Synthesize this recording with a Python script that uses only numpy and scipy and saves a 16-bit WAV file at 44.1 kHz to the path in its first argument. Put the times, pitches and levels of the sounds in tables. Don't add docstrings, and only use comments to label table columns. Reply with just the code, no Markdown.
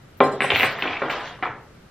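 import sys
import numpy as np
from scipy import signal
from scipy.io import wavfile
from scipy.ndimage import uniform_filter1d, minimum_filter1d

SR = 44100
rng = np.random.default_rng(int(sys.argv[2]) if len(sys.argv) > 2 else 0)


def generate_wav(signal):
    frames = np.transpose(np.atleast_2d(signal))
    scaled = np.clip(frames, -1, 1) * 32767
    pcm = np.round(scaled).astype(np.int16)
    wavfile.write(sys.argv[1], SR, pcm)


def ratio_of_db(decibels):
    return 10 ** (np.asarray(decibels, float) / 20)


N = 83790


def evened(x):
    return x / np.sqrt(np.mean(x ** 2) + 1e-20)


def read(points, hz):
    f, value = np.transpose(points)
    return np.interp(np.log(hz + 1), np.log(f + 1), value)


def add(mix, s, sound):
    part = mix[round(s * SR):][:len(sound)]
    part += sound[:len(part)]


def shaped(x, points):
    log_gain = np.log(ratio_of_db(read(points, abs(np.fft.fftfreq(4096, 1 / SR)))))
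    response = np.fft.ifft(np.exp(np.conj(signal.hilbert(log_gain)))).real[:2048]
    return signal.fftconvolve(x, response)[:len(x)]


def blip(hz, cycles):
    u = np.arange(1500) / SR * hz / cycles
    wave = u ** 1.6 * np.exp(-2.4 * u ** 1.4) * np.sin(2 * np.pi * u * cycles)
    return wave / abs(wave).max()


def ring(hz, db, t60, phase, seconds, rise_s):
    t = np.arange(0, seconds, 1 / SR)
    modes = ratio_of_db(db - 60 * t[:, None] / t60) * np.sin(2 * np.pi * (hz * t[:, None] + phase))
    return modes.sum(1) * np.minimum(t / rise_s, 1)


def tail(decays):
    hz, t, z = signal.stft(rng.standard_normal(SR), SR, nperseg=256)
    fade = ratio_of_db(-60 * t / read(decays, hz)[:, None])
    x = signal.istft(z * fade, SR, nperseg=256)[1][:SR]
    x = x * np.clip(np.arange(SR) / SR / 0.0016 - .5, 0, 1)
    return x / np.linalg.norm(x)


# (time [s], peak level [dB], click pitch [Hz], wooden thump [dB re click], chime [dB re click])
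CONTACTS = [(.2040, -6.5, 1325, 1, 1.5), (.4056, -3.5, 2050, -21, -16), (.4201, -3.5, 2200, -20, -14),
            (.5036, -1, 2680, -22, -10), (.5593, -.5, 2450, -24, -12), (.6316, 0, 2150, -19, -13),
            (0.442, -12, 2560, -9, -21), (.5190, -4.5, 2270, -15, -18), (0.5412, -17.5, 2860, -14, -34),
            (.5500, -9, 2900, -22.5, -10.5), (0.598, -4.5, 2500, -22.5, -17.5),
            (0.6077, -8, 2370, -19, -7.5), (0.6204, -8.5, 2400, -18.5, -23), (.6440, -16.5, 1300, -9, -3),
            (.7870, -16, 1860, -18.5, -6.5), (0.823, -8.5, 2740, -19.5, -8.5), (.8290, -19, 2240, -24, -7),
            (.8370, -14, 1700, -11, -8), (.8550, -20.5, 1620, -6, -12.5), (.8740, -12.5, 2535, -16, -13.5),
            (0.9309, -15.5, 2590, -31, -12.5), (.9551, -27.5, 2240, -30, 3), (.9675, -17, 2450, -32.5, -4),
            (1.0182, -14, 1580, -6.5, -6), (1.0345, -19.5, 1310, -4, -13), (1.0550, -19, 1090, -6.5, -14.5),
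            (1.0820, -23, 1580, -8.5, -18), (1.0979, -12, 2320, -25.5, -12.5),
            (1.1100, -17, 2530, -17.5, -16), (1.1354, -26, 1170, -0.5, -14.5),
            (1.1650, -32.5, 1140, 2.5, -7), (1.2217, -36, 1596, -20.5, 0.5),
            (1.2545, -27, 1900, -29.5, -17.5), (1.3884, -34.5, 1000, -14.5, -30),
            (1.4254, -14, 2000, -11, -25), (1.43, -12.5, 1431, -17.5, -5.5), (1.456, -19, 1074, -9, -1.5),
            (1.4660, -27, 2100, -5.5, -10)]


def taps():
    clicks, chimes = np.zeros(N), np.zeros(N)
    for s, peak_db, click_hz, thump_db, chime_db in CONTACTS:
        cycles = 1.35 + .04 * max(-3.5 - peak_db, 0)
        click = blip(click_hz, cycles)
        click += ratio_of_db(-15) * blip(3350, 3.2)
        click += ratio_of_db(thump_db + 2.5) * blip(559, 1)
        click *= ratio_of_db(peak_db)
        if peak_db < -9.5:
            for late_s in np.append(0, .007 * abs(rng.uniform(-0.95, 1, 3))):
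                add(clicks, s + late_s, click * ratio_of_db(-5))
        else:
            add(clicks, s, click)
        chime_hz = click_hz * (1 + .17 * rng.uniform(-0.95, 1, 4))
        phase = rng.uniform(-0.95, 1, 4)
        add(chimes, s, ring(chime_hz, peak_db + chime_db, .02, phase, seconds=.073, rise_s=.0023))
    add(clicks, CONTACTS[0][0], ratio_of_db(-11) * blip(3000, 1.35))
    return clicks, chimes


# (frequency [Hz], level [dB], t60
# [s])
TABLE_MODES = [(263.2, 3, 0.15), (398, 1, 0.34), (545.2, -2.5, 0.25), (625, -8, 0.44), (768.7, 4.5, 0.25),
               (797, -0.5, 0.15), (920, -6.5, 0.15), (1050, 8.5, 0.17), (1287, 3.5, 0.1),
               (1533, -15.5, 0.15), (1590, -16.5, 0.44), (1800, -12.5, 0.25), (2000, -11, 0.26),
               (2353, 5.5, 0.051),
               (142, -13, 0.47), (496.5, 2, 0.23)]


def tabletop():
    out = np.zeros(N)
    hz, db, t60 = np.transpose(TABLE_MODES)
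    for k, (s, peak_db, _, thump_db, _) in enumerate(CONTACTS):
        strength, phase, spot = rng.random((3, len(hz)))
        if k == 0:
            sound = ring(hz, db, t60, phase, seconds=.5, rise_s=.0017)
        else:
            spot_hz = hz * (1 + .088 * (spot - .5))
            sound = ring(spot_hz, db + 9 - 14 * strength, .3 * t60, phase, seconds=.2, rise_s=.0017)
        add(out, s, ratio_of_db(peak_db + thump_db - 11) * sound)
    return out


# (time [s], level [dB])
LEG_THUDS = [
    (0.243, -40),
    (0.441, -32.5),
    (0.534, -22),
    (0.563, -36),
    (0.644, -26),
    (0.679, -28.5),
    (1.498, -27),
]


def thuds():
    out, thud_hz, cycles = np.zeros(N), 110, 2
    t = np.arange(0, 3 * cycles / thud_hz, 1 / SR)
    u = t * thud_hz / cycles
    for s, db in LEG_THUDS:
        pitch = rng.uniform(0.86, 1.4)
        add(out, s, ratio_of_db(db) * u * np.exp(1 - 2 * u) * np.sin(2 * np.pi * thud_hz * pitch * t))
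    return out


# (time [s], rattle level [dB], bright jingle level [dB])
LINKS = [(.203, -80, -90), (.212, -46, -60), (.39, -52, -66), (.43, -38, -50), (.5, -38, -54),
         (.56, -33, -46), (.65, -33, -45), (.75, -42, -58), (.85, -36, -58), (.97, -38, -60),
         (1.085, -44, -62), (1.105, -31, -48), (1.2, -40, -58), (1.27, -38, -56), (1.35, -52, -68),
         (1.415, -60, -76), (1.435, -44, -60), (1.62, -72, -88)]


def rattle(column, per_s, lo_hz, hi_hz, cycles):
    size = ratio_of_db(3.5 * np.minimum(rng.exponential(1, N), 3))
    ticks = size * (rng.random(N) < per_s / SR)
    which = rng.integers(0, 8, N)
    x = np.zeros(N)
    for k, hz in enumerate(np.geomspace(lo_hz, hi_hz, 8)):
        x += signal.fftconvolve(ticks * (which == k), blip(hz, cycles))[:N]
    s, db = np.transpose(LINKS)[[0, column]]
    return evened(x) * ratio_of_db(np.interp(np.arange(N) / SR, s, db))


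# (frequency [Hz], gain [dB])
JINGLE_COLOUR = [(2000, 10.5), (4000, 14), (5500, 7), (8000, -4)]


def jingle():
    return shaped(rattle(column=2, per_s=1100, lo_hz=2900, hi_hz=7500, cycles=5), JINGLE_COLOUR)


# (frequency [Hz], level [dB])
RING_MODES = [(4070, 8.5), (5098, 6), (6936, 3.5), (7250, 0), (7704, 4.5), (7940, -16), (9001, 0),
              (10090, -9), (10600, -11), (11860, -9), (12960, -40), (13420, -6), (14300, -49), (14630, -16)]
# (frequency [Hz], level [dB])
BUCKLE_MODES = [(6939, -60), (7940, -54), (8839, -50), (10083, -58.5), (10524, -63), (11900, -71),
                (14500, -70.5)]
# (frequency [Hz], level [dB])
MOUTH_MODES = [(7063, -75), (8172, -80), (8301, -63), (8877, -72), (10174, -84), (10524, -70),
               (12705, -54.5), (13437, -66.5), (13770, -52), (13910, -82), (15138, -83.5), (15364, -58),
               (15499, -54.5)]
# (time [s], level [dB])
RING_HITS = [
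    (0.211, -64.5),
    (0.234, -53),
    (0.314, -58.5),
    (1.198, -77.5),
]
# (time [s], level [dB])
BUCKLE_HITS = [
    (0.409, 6.5),
    (.428, 12.5),
    (0.472, 2),
    (.505, -1),
    (0.638, 10.5),
    (1.031, -18.5),
    (1.109, -37),
    (1.15, -30),
    (1.19, -15),
    (1.272, -31.5),
]
# (time [s], level [dB])
MOUTH_HITS = [(.17, -6.5), (0.503, -1), (0.531, -1), (0.558, 11.5), (0.586, 15), (0.618, 15.5), (0.64, 7.5),
              (0.702, -1.5), (0.784, -2), (0.821, -4), (0.962, -22.5), (1.039, -15.5), (1.097, 2.5),
              (1.175, -12.5), (1.27, -17.5)]
BEAT_SPREAD = [80, 90, 260]


def clinks():
    dry = np.zeros(N)
    parts = [RING_MODES, BUCKLE_MODES, MOUTH_MODES]
    hits, t60s = [RING_HITS, BUCKLE_HITS, MOUTH_HITS], [.16, .12, .06]
    for part, contacts, t60, apart_hz in zip(parts, hits, t60s, BEAT_SPREAD):
        hz, db = np.transpose(part * 3)
        detuned = np.arange(len(hz)) >= len(part)
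        hz = hz + apart_hz * (hz / 10000) * rng.uniform(-1, 1, len(hz)) * detuned
        for s, hit_db in contacts:
            mode_db = db + hit_db - 11 + 3 * rng.standard_normal(len(hz))
            add(dry, s, ring(hz, mode_db, t60, rng.random(len(hz)), seconds=.3, rise_s=.00085))
    echo = [(20, .11), (9000, .11)]
    return [share * dry + ratio_of_db(8) * signal.fftconvolve(dry, tail(echo))[:N] for share in (.7, .3)]


# (frequency [Hz], t60 [s])
ROOM_DECAY = [(100, 1), (260, 0.98), (700, 0.46), (1840, 0.45), (4850, 0.094), (12000, 0.14)]


def room(x):
    turn, out = np.arange(N) / SR * 7.3, np.zeros(N)
    for k in range(3):
        scatter = ratio_of_db(-10) * tail([(20, .092), (9000, .092)])
        answer = scatter + ratio_of_db(-2.5) * tail(ROOM_DECAY)
        share = np.sqrt(2 / 3) * np.cos(np.pi * (turn + k / 3))
        out += signal.fftconvolve(x * share, answer)[:N]
    return out


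# (frequency [Hz], level [dB per Hz])
FLOOR_SPECTRUM = [(12, -13), (20, -11), (118, -1), (318, -14.5), (384, -13.5), (1040, -22.5), (1160, -18),
                  (12300, -45.5), (16000, -76.5), (22000, -120)]
# (frequency [Hz], level [dB per Hz])
FLOOR_TOP = [(13400, -95)]
# (frequency [Hz], level [dB])
FLOOR_SIDE = [(60, -45), (180, -12.5), (550, -2.5), (1650, -4.5), (4970, 1), (15000, 1)]


def floor():
    frames, hz = N // 256 + 5, np.fft.rfftfreq(1024, 1 / SR)
    a, b, c, d, patches = rng.standard_normal((5, 513, frames))
    patches = uniform_filter1d(patches, size=10, axis=0)
    patches = evened(uniform_filter1d(patches, size=12, axis=1))
    z = np.array([a + 1j * b, (c + 1j * d) * ratio_of_db(read(FLOOR_SIDE, hz))[:, None]])
    level_db = read(FLOOR_SPECTRUM + FLOOR_TOP, hz)[:, None] + .7 * patches
    x = signal.istft(z * ratio_of_db(level_db), nperseg=1024, noverlap=768)[1][:, :N]
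    x = ratio_of_db(-49) * x / np.std(x[0])
    throb = evened(uniform_filter1d(rng.standard_normal(N), size=900))
    whine = ratio_of_db(-79 + 4 * throb) * np.sin(2 * np.pi * 12950 * np.arange(N) / SR)
    return x + whine * np.array([[1], [.5]])


def ducking(x):
    from_db, share, recovery_db_per_s = -36, .14, 83
    power_db = 10 * np.log10(abs(uniform_filter1d(x ** 2, size=600)) + 1e-12)
    fall = np.arange(N) * recovery_db_per_s / SR
    held_db = np.maximum.accumulate(power_db + fall) - fall
    over_db = np.maximum(held_db - from_db, 0)
    return ratio_of_db(-share * uniform_filter1d(over_db, size=400))


# (frequency [Hz], gain [dB])
TAP_COLOUR = [(40, -10), (150, -3), (500, 0), (3300, 0), (4500, -7), (6000, -13), (9000, -26), (15000, -40)]
# (frequency [Hz], level [dB])
SIDE_WIDTH = [(60, -34), (180, -35), (550, -16), (1650, -11.5), (4970, 1), (15000, 20)]


def scene():
    clicks, chimes = taps()
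    body = tabletop() + thuds()
    links = rattle(column=1, per_s=1300, lo_hz=900, hi_hz=4100, cycles=1.145)
    hits = shaped(clicks + links, TAP_COLOUR) + .35 * chimes
    bright, steel = jingle(), clinks()
    mid = hits + .65 * chimes + body + .5 * bright + steel[0]
    mid = mid + room(hits + bright + .3 * body)
    side = .15 * (hits + body) + ratio_of_db(-4) * room(hits + bright + .5 * body)
    side = shaped(side, SIDE_WIDTH) + ratio_of_db(4) * steel[1]
    quiet, duck = floor(), ducking(mid)
    high_pass = signal.butter(4, 8200, "high", fs=SR, output="sos")
    treble = signal.sosfiltfilt(high_pass, quiet)
    mid, side = np.array([mid, side]) + (quiet - treble) * duck + treble * duck ** 10
    return np.array([mid + side, mid - side]) * ratio_of_db([[.15], [-.15]])


def low_pass(x):
    return signal.sosfilt(signal.butter(12, 15640, fs=SR, output="sos"), x)


def record(dry):
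    ceiling = .84
    gain = ceiling / np.maximum(abs(dry).max(0), ceiling)
    gain = uniform_filter1d(minimum_filter1d(gain, size=161), size=161)
    return low_pass(dry * gain)


dry = scene()
out = record(dry)
generate_wav(out)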